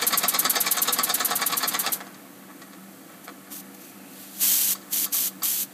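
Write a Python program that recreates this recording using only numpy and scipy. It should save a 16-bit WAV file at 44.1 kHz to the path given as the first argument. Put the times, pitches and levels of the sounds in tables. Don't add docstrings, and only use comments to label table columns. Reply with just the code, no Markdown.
import sys
import numpy as np
from scipy import signal
from scipy.fft import rfft, irfft, next_fast_len
from scipy.io import wavfile
from scipy.ndimage import uniform_filter1d, map_coordinates

SR = 44100
rng = np.random.default_rng(int(sys.argv[2]) if len(sys.argv) > 2 else 0)


def persist_wave(psi):
    counts = np.round(np.clip(psi, -1, 1) * 32767).astype(np.int16)
    wavfile.write(sys.argv[1], SR, np.atleast_2d(counts).T)


N = 252693


def amp(db):
    return 10 ** (np.asarray(db) / 20)


def unit(x):
    return x / np.sqrt(np.mean(x ** 2) + 1e-20)


def along(points, hz):
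    f, values = np.transpose(points)
    return np.interp(np.log(hz + 1), np.log(f + 1), values)


def clock():
    return np.arange(N) / SR


def wobble(rate):
    knots = rng.standard_normal(int(N * rate / SR) + 4)
    smooth = map_coordinates(knots, [np.arange(len(knots) * 10) / 10])
    return np.interp(clock() * rate * 10, np.arange(len(smooth)), smooth)


def gate(start, end, rise, fall):
    rise, fall, opening = max(rise, 1e-4), max(fall, 1e-4), np.zeros(N)
    span = np.arange(max(int((start - 10 * rise) * SR), 0), min(int((end + 10 * fall) * SR), N))
    t = span / SR
    opening[span] = np.exp(-np.maximum(start - t, 0) / rise - np.maximum(t - end, 0) / fall)
    return opening


def filtered(x, response):
    size = next_fast_len(N + SR // 2)
    return irfft(rfft(x, size) * response(np.fft.rfftfreq(size, 1 / SR)), size)[:N]


def crossover(low, high, split_hz):
    return high + filtered(low - high, lambda f: 1 / (1 + (f / split_hz) ** 8))


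def resonances(modes, f):
    return sum(amp(db) * 1j * f * width / (hz * hz - f * f + 1j * f * width) for hz, width, db in modes)


def narrow_noise(hz, width_hz):
    return unit(filtered(rng.standard_normal(N), lambda f: resonances([(hz, width_hz, 0)], f) ** 2))


def grains(rate, share):
    ticks = rng.uniform(-0.96, 1, N) * (rng.random(N) < rate / SR)
    return np.sqrt(share) * unit(ticks) + np.sqrt(1 - share) * rng.standard_normal(N)


def patchy(x, depth_db):
    spectrogram = signal.stft(x, nperseg=512)[2]
    field = uniform_filter1d(rng.standard_normal(spectrogram.shape), 4, axis=0)
    field = uniform_filter1d(field, 14, axis=1)
    return unit(signal.istft(spectrogram * amp(depth_db * unit(field)), nperseg=512)[1][:N])


# pitch_hz, relative_level_db
HUM_PARTIALS = [(193.8, -53), (269.2, -60), (489.9, -63)]
def room_hum():
    hum = np.zeros(N)
    for hz, db in HUM_PARTIALS:
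        tone = np.sin(2 * np.pi * hz * clock() + 0.6 * wobble(12))
        hum += amp(db + 0.5) * unit(tone * amp(2.9 * wobble(7)))
    return hum


# frequency_hz, relative_level_db
RUSH_SPECTRUM = [(25, -52), (60, -46), (100, -14), (150, -8), (190, -1.5), (230, -4), (295, 3.5),
                 (420, -13.5), (600, -9.5), (880, -12.5), (1000, -19.5), (1300, -14), (2600, -21.5),
                 (6000, -45)]
def room_rush():
    return amp(-48) * unit(filtered(rng.standard_normal(N), lambda f: amp(along(RUSH_SPECTRUM, f))))


# frequency_hz, t60_s
ROOM_DECAY = [(200, 0.5), (2000, 0.25), (12000, 0.12)]
def reverberation(x):
    hz, t, spectrogram = signal.stft(rng.standard_normal(SR // 3), SR, nperseg=256)
    decay = amp(-60 * t / along(ROOM_DECAY, hz)[:, None])
    tail = signal.istft(spectrogram * decay, SR, nperseg=256)[1]
    return signal.fftconvolve(x, np.pad(tail / np.linalg.norm(tail), (SR // 300, 0)))[:N]


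def early_reflections(x):
    echoes = [(.0011, -67), (.0029, -33.5), (.0043, -18), (.0062, -23)]  # delay_s, relative_level_db
    reflected = lambda f: sum(amp(db) * np.exp(-2j * np.pi * f * delay) for delay, db in echoes)
    return filtered(x, lambda f: unit(1 + reflected(f)))


# pitch_hz, width_hz, relative_gain_db
FRAME_MODES = [(256.3, 11.6, -4), (491.3, 17, -6), (595, 34, -8), (721, 29, 1.5), (812, 65, -1.5),
               (910, 77, -14.5), (1132, 95, 2.5), (1289, 42, 3), (1482, 76, -3.5), (1729, 81, 1),
               (1940, 54, -5), (2107, 210, -11), (2266, 73, -8.5), (2645, 65, -8.5), (3060, 270, -15.5),
               (3390, 180, -4.5), (3714, 216, -4), (4040, 140, -6.5), (4275, 200, -6.5), (4554, 190, -5),
               (4780, 28, -34), (6310, 102, -1.5), (6760, 210, -10), (7350, 92, -21), (8100, 270, -27),
               (7700, 230, -12.5)]
# frequency_hz, relative_gain_db
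FRAME_RADIATION = [(50, 2), (130, -9), (250, 6), (400, 1.5), (1100, 1), (1800, 1.5), (5000, 2), (5800, 2.5),
                   (8500, 3.5), (9800, -6.5), (12000, -6), (15000, -27)]
def frame(force, bright, split_hz):
    response = lambda f: unit(resonances(FRAME_MODES, f) * amp(along(FRAME_RADIATION, f)))
    return filtered(crossover(force, bright, split_hz), response)


def boiler_simmer():
    simmer = grains(rate=150, share=.4) * amp(2.2 * wobble(9))
    return amp(-58.5) * frame(simmer, amp(-24.5) * simmer, split_hz=3000)


# pitch_hz, width_hz, gain_db
PORT_MODES = [(3170, 400, -7.5), (4560, 610, -8), (5970, 780, -9), (8080, 210, -10), (9550, 230, -18),
              (12000, 140, -31), (12000, 190, -15)]
def steam(spectrum, spit_rate, spit_share):
    colour = lambda f: amp(along(spectrum, f)) * (1 + resonances(PORT_MODES, f))
    return unit(filtered(grains(spit_rate, spit_share), colour))


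# time_s, level_db
LEAK_LEVELS = [(0, -68.5), (1.9, -48), (2.05, -51.5), (4.05, -50), (4.22, -42), (4.31, -45), (4.38, -39),
               (4.8, -49), (5.73, -49)]
# frequency_hz, relative_level_db
SEEP_SPECTRUM = [(1000, -17.5), (4000, -5), (5400, -9), (7500, -3), (10500, -4), (11900, 2), (13000, -2),
                 (13700, -6), (15300, -4)]
# start_s, length_s, start_hz, end_hz, level_db
GAP_SQUEAKS = [(3.9, .025, 12200, 11850, -56), (4.195, .06, 11300, 12450, -53)]
def port_leak():
    level_db = np.interp(clock(), *np.transpose(LEAK_LEVELS))
    hiss = amp(level_db + 0.46 * wobble(14)) * steam(SEEP_SPECTRUM, spit_rate=1300, spit_share=.08)
    squeaks = np.zeros(N)
    for start, length, start_hz, end_hz, db in GAP_SQUEAKS:
        pitch_hz = np.interp(clock(), [start, start + length], [start_hz, end_hz]) + 60 * wobble(150)
        tone = np.sin(2 * np.pi * np.cumsum(pitch_hz) / SR)
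        squeaks += amp(db) * gate(start, start + length, rise=.005, fall=.005) * tone
    whistle = amp(-61) * gate(3.83, 4.3, rise=0.061, fall=0.032) * narrow_noise(hz=2550, width_hz=420)
    return hiss + squeaks + whistle


def bearing_rumble():
    rolling = gate(0, 1.89, rise=.01, fall=0.13) * grains(rate=460, share=0.13)
    # frequency_hz, relative_level_db
    spectrum = [(25, -19), (80, -34), (160, -5), (280, -7.5),
                (420, -11.5), (780, -9), (1500, -7), (4000, -21)]
    return amp(-37.5) * filtered(rolling, lambda f: unit(amp(along(spectrum, f))))


def frame_ping():
    start_s, pitch_hz, level_db, t60_s = 2.62, 1916, -45, .15
    age = np.maximum(clock() - start_s, 0)
    return amp(level_db - 60 * age / t60_s) * np.sin(2 * np.pi * pitch_hz * age)


# start_s, relative_level_db, relative_treble_db, length_s
TOUCHES = [(2, -23.5, -18, .012), (2.067, -31, -12, .006), (2.141, -40, 0, .0069), (2.49, -36, -32, .022),
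           (2.615, -34, -7, 0.011), (2.726, -33.5, -10.5, 0.012), (3.088, -39, -32, 0.058),
           (3.277, -22, -18, 0.0094), (3.51, -29.5, -17, .003)]
def finger_taps():
    force, bright = np.zeros((2, N))
    for start, db, treble_db, length in TOUCHES:
        touch = amp(db - 14) * gate(start + 0.00067, start + length, rise=0.0017, fall=0.01)
        force += touch
        bright += touch * amp(min(treble_db + 5, 0))
    contact = grains(rate=820, share=1.0)
    return frame(force * contact, bright * contact, split_hz=3000)


# start_s, relative_level_db
CRANK_IMPACTS = [(4.751, -32), (4.813, -44.5), (5.06, -30.5), (5.143, -34.5), (5.42, -27)]
# pitch_hz, relative_level_db, t60_s
ROD_MODES = [(1098, -10, 0.15), (1149, -4, 0.061), (1300, -7, 0.093), (1770, -16, 0.033), (4650, 1, .03),
             (4700, -10, .035)]
def crank_clinks():
    ring, contact = np.zeros((2, N))
    for start, db in CRANK_IMPACTS:
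        age = np.maximum(clock() - start, 0)[:round((start + .2) * SR)]
        attack = 1 - np.exp(-age / 0.0017)
        for hz, mode_db, t60 in ROD_MODES:
            decay = amp(db + mode_db + rng.normal(0, 0.82) - 60 * age / t60)
            ring[:len(age)] += attack * decay * np.sin(2 * np.pi * hz * age)
        contact += amp(db - 12) * gate(start + .001, start + .003, rise=0.0006, fall=0.023)
    scrape = contact * grains(rate=1000, share=0.31)
    return ring + frame(amp(-2) * scrape, scrape, split_hz=5200)


# time_s, gain_db
TREBLE_FADE = [(0, -.3), (.65, -1), (1.1, -1.1), (1.3, -2.5), (1.75, -3.5), (1.93, -5)]
def strokes(phase):
    first_exhaust_s, turn_s = .066, .1073
    brake_s, time_to_rest_s, stall_s = 1.661, 1.14, 1.97
    unbraked_s = first_exhaust_s + turn_s * (np.arange(-1, stall_s / turn_s) + phase)
    speed = np.sqrt(np.clip(1 - 2 * (unbraked_s - brake_s) / time_to_rest_s, 0, 1))
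    times = np.minimum(unbraked_s, brake_s) + time_to_rest_s * (1 - speed)
    treble_db = np.interp(times, *np.transpose(TREBLE_FADE))
    return np.transpose([times, speed, treble_db])[(times > 0) & (times < stall_s)]


SLAM_STROKES = [0, 4, 9, 11, 13, 14, 17]
def piston():
    inlet_phase, knock_db = .574, -25
    force, bright, wisp, rub = np.zeros((4, N))
    for stroke, (inlet_s, _, treble_db) in enumerate(strokes(inlet_phase)):
        strike_db, rise = (3.5, 0.0011) if stroke in SLAM_STROKES else (-3.5, 0.0038)
        strength = amp(strike_db + rng.normal(0, 2))
        strike = strength * gate(inlet_s + 0.0014, inlet_s + 0.0036, rise=rise / 2, fall=.002)
        rattle = gate(inlet_s + 0.0025, inlet_s + 0.013, rise=rise, fall=.015)
        knock = amp(knock_db) * np.maximum(strike, rattle)
        force += knock * amp(0.51 * treble_db)
        bright += knock * amp(treble_db - 1.95)
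        rub += amp(-34.5) * gate(inlet_s - .022, inlet_s - .012, rise=0.0072, fall=0.011)
        wisp += amp(treble_db - 26.5) * gate(inlet_s - .0035, inlet_s + .0022, rise=.0014, fall=0.0088)
    chatter = patchy(grains(rate=1200, share=.38), depth_db=2.3)
    sliding = rub * grains(rate=1800, share=0.39)
    metal = frame(force * chatter + sliding, bright * chatter + amp(-6.5) * sliding, split_hz=4400)
    return metal + wisp * steam(SEEP_SPECTRUM, spit_rate=2400, spit_share=0.18)


# open_s, close_s, rise_s, level_db
PORT_OPENINGS = [(3.242, 3.255, .003, -46), (3.523, 3.601, 0.014, -37), (3.748, 3.752, 0.0027, -43.5),
                 (3.807, 3.902, .019, -47.5), (4.419, 4.732, 0.012, -18.5), (4.933, 5.051, 0.0092, -22),
                 (5.13, 5.281, 0.0065, -22.4), (5.434, 5.633, .0032, -23)]
# frequency_hz, relative_level_db
BURST_SPECTRUM = [(150, -38), (600, -20), (1200, -18), (2500, -12), (3300, -8.5), (5400, -9), (6500, -3.5),
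                  (10400, -4), (11700, 1.5), (12900, 2), (14000, -3.5), (15300, -4.5)]
def steam_bursts():
    sag_db_per_s, shut_s = 12.5, 0.0081
    flow = np.zeros(N)
    for opens, closes, rise, db in PORT_OPENINGS:
        blown_s = np.clip(clock() - opens, 0, closes - opens)
        flow += amp(db - sag_db_per_s * blown_s) * gate(opens, closes, rise, shut_s)
    sputter = amp(.35 * wobble(25) + .8 * wobble(400))
    flutter = amp(2.5 * wobble(110) / (1 + (flow / amp(-36)) ** 2))
    jet = sputter * flutter * steam(BURST_SPECTRUM, spit_rate=260, spit_share=0.15)
    edge_tone = amp(-18.5) * (flow / flow.max()) * narrow_noise(hz=7700, width_hz=49)
    return flow * (jet + edge_tone)


# frequency_hz, relative_level_db
PUFF_SPECTRUM = [(100, -43), (600, -32), (2500, -19.5), (4000, -11), (5400, -15.5), (6500, -8.5),
                 (8400, -4.5), (10300, -3.5), (11700, 3.5), (12900, 1), (14000, -5), (15300, -11)]
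def exhaust_puffs():
    puff_db, scatter_db, full_speed_open_s = -17, .5, 0.013
    slit, wide = np.zeros((2, N))
    for opens, speed, treble_db in strokes(phase=0):
        size = amp(puff_db + treble_db + rng.normal(0, scatter_db))
        closes = opens + full_speed_open_s / speed
        sweep = amp(-25) * gate(opens + .04, opens + .056, rise=.007, fall=.008)
        slit += size * (gate(opens + 0.0017, closes - .001, rise=0.00093, fall=.0085 / speed) + sweep)
        wide += size * amp(0.6) * gate(opens + 0.0055, closes + 0.0044, rise=0.0023, fall=.0095 / speed)
    jet = steam(PUFF_SPECTRUM, spit_rate=1400, spit_share=0.15)
    return crossover(wide * jet, slit * jet, split_hz=8100)


def scene():
    jets = exhaust_puffs() + steam_bursts() + port_leak()
    mechanism = piston() + bearing_rumble() + finger_taps() + frame_ping() + crank_clinks()
    engine = early_reflections(jets + mechanism)
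    reverberant = amp(-17) * reverberation(engine)
    background = room_hum() + room_rush() + boiler_simmer()
    return (engine + reverberant + background)[None]


def record(dry):
    bass_hz, top_hz = 55, 15350
    response = lambda f: (f < top_hz) * (1j * f / (bass_hz + 1j * f)) ** 2
    return np.array([filtered(channel, response) for channel in dry])


dry = scene()
out = record(dry)
persist_wave(out)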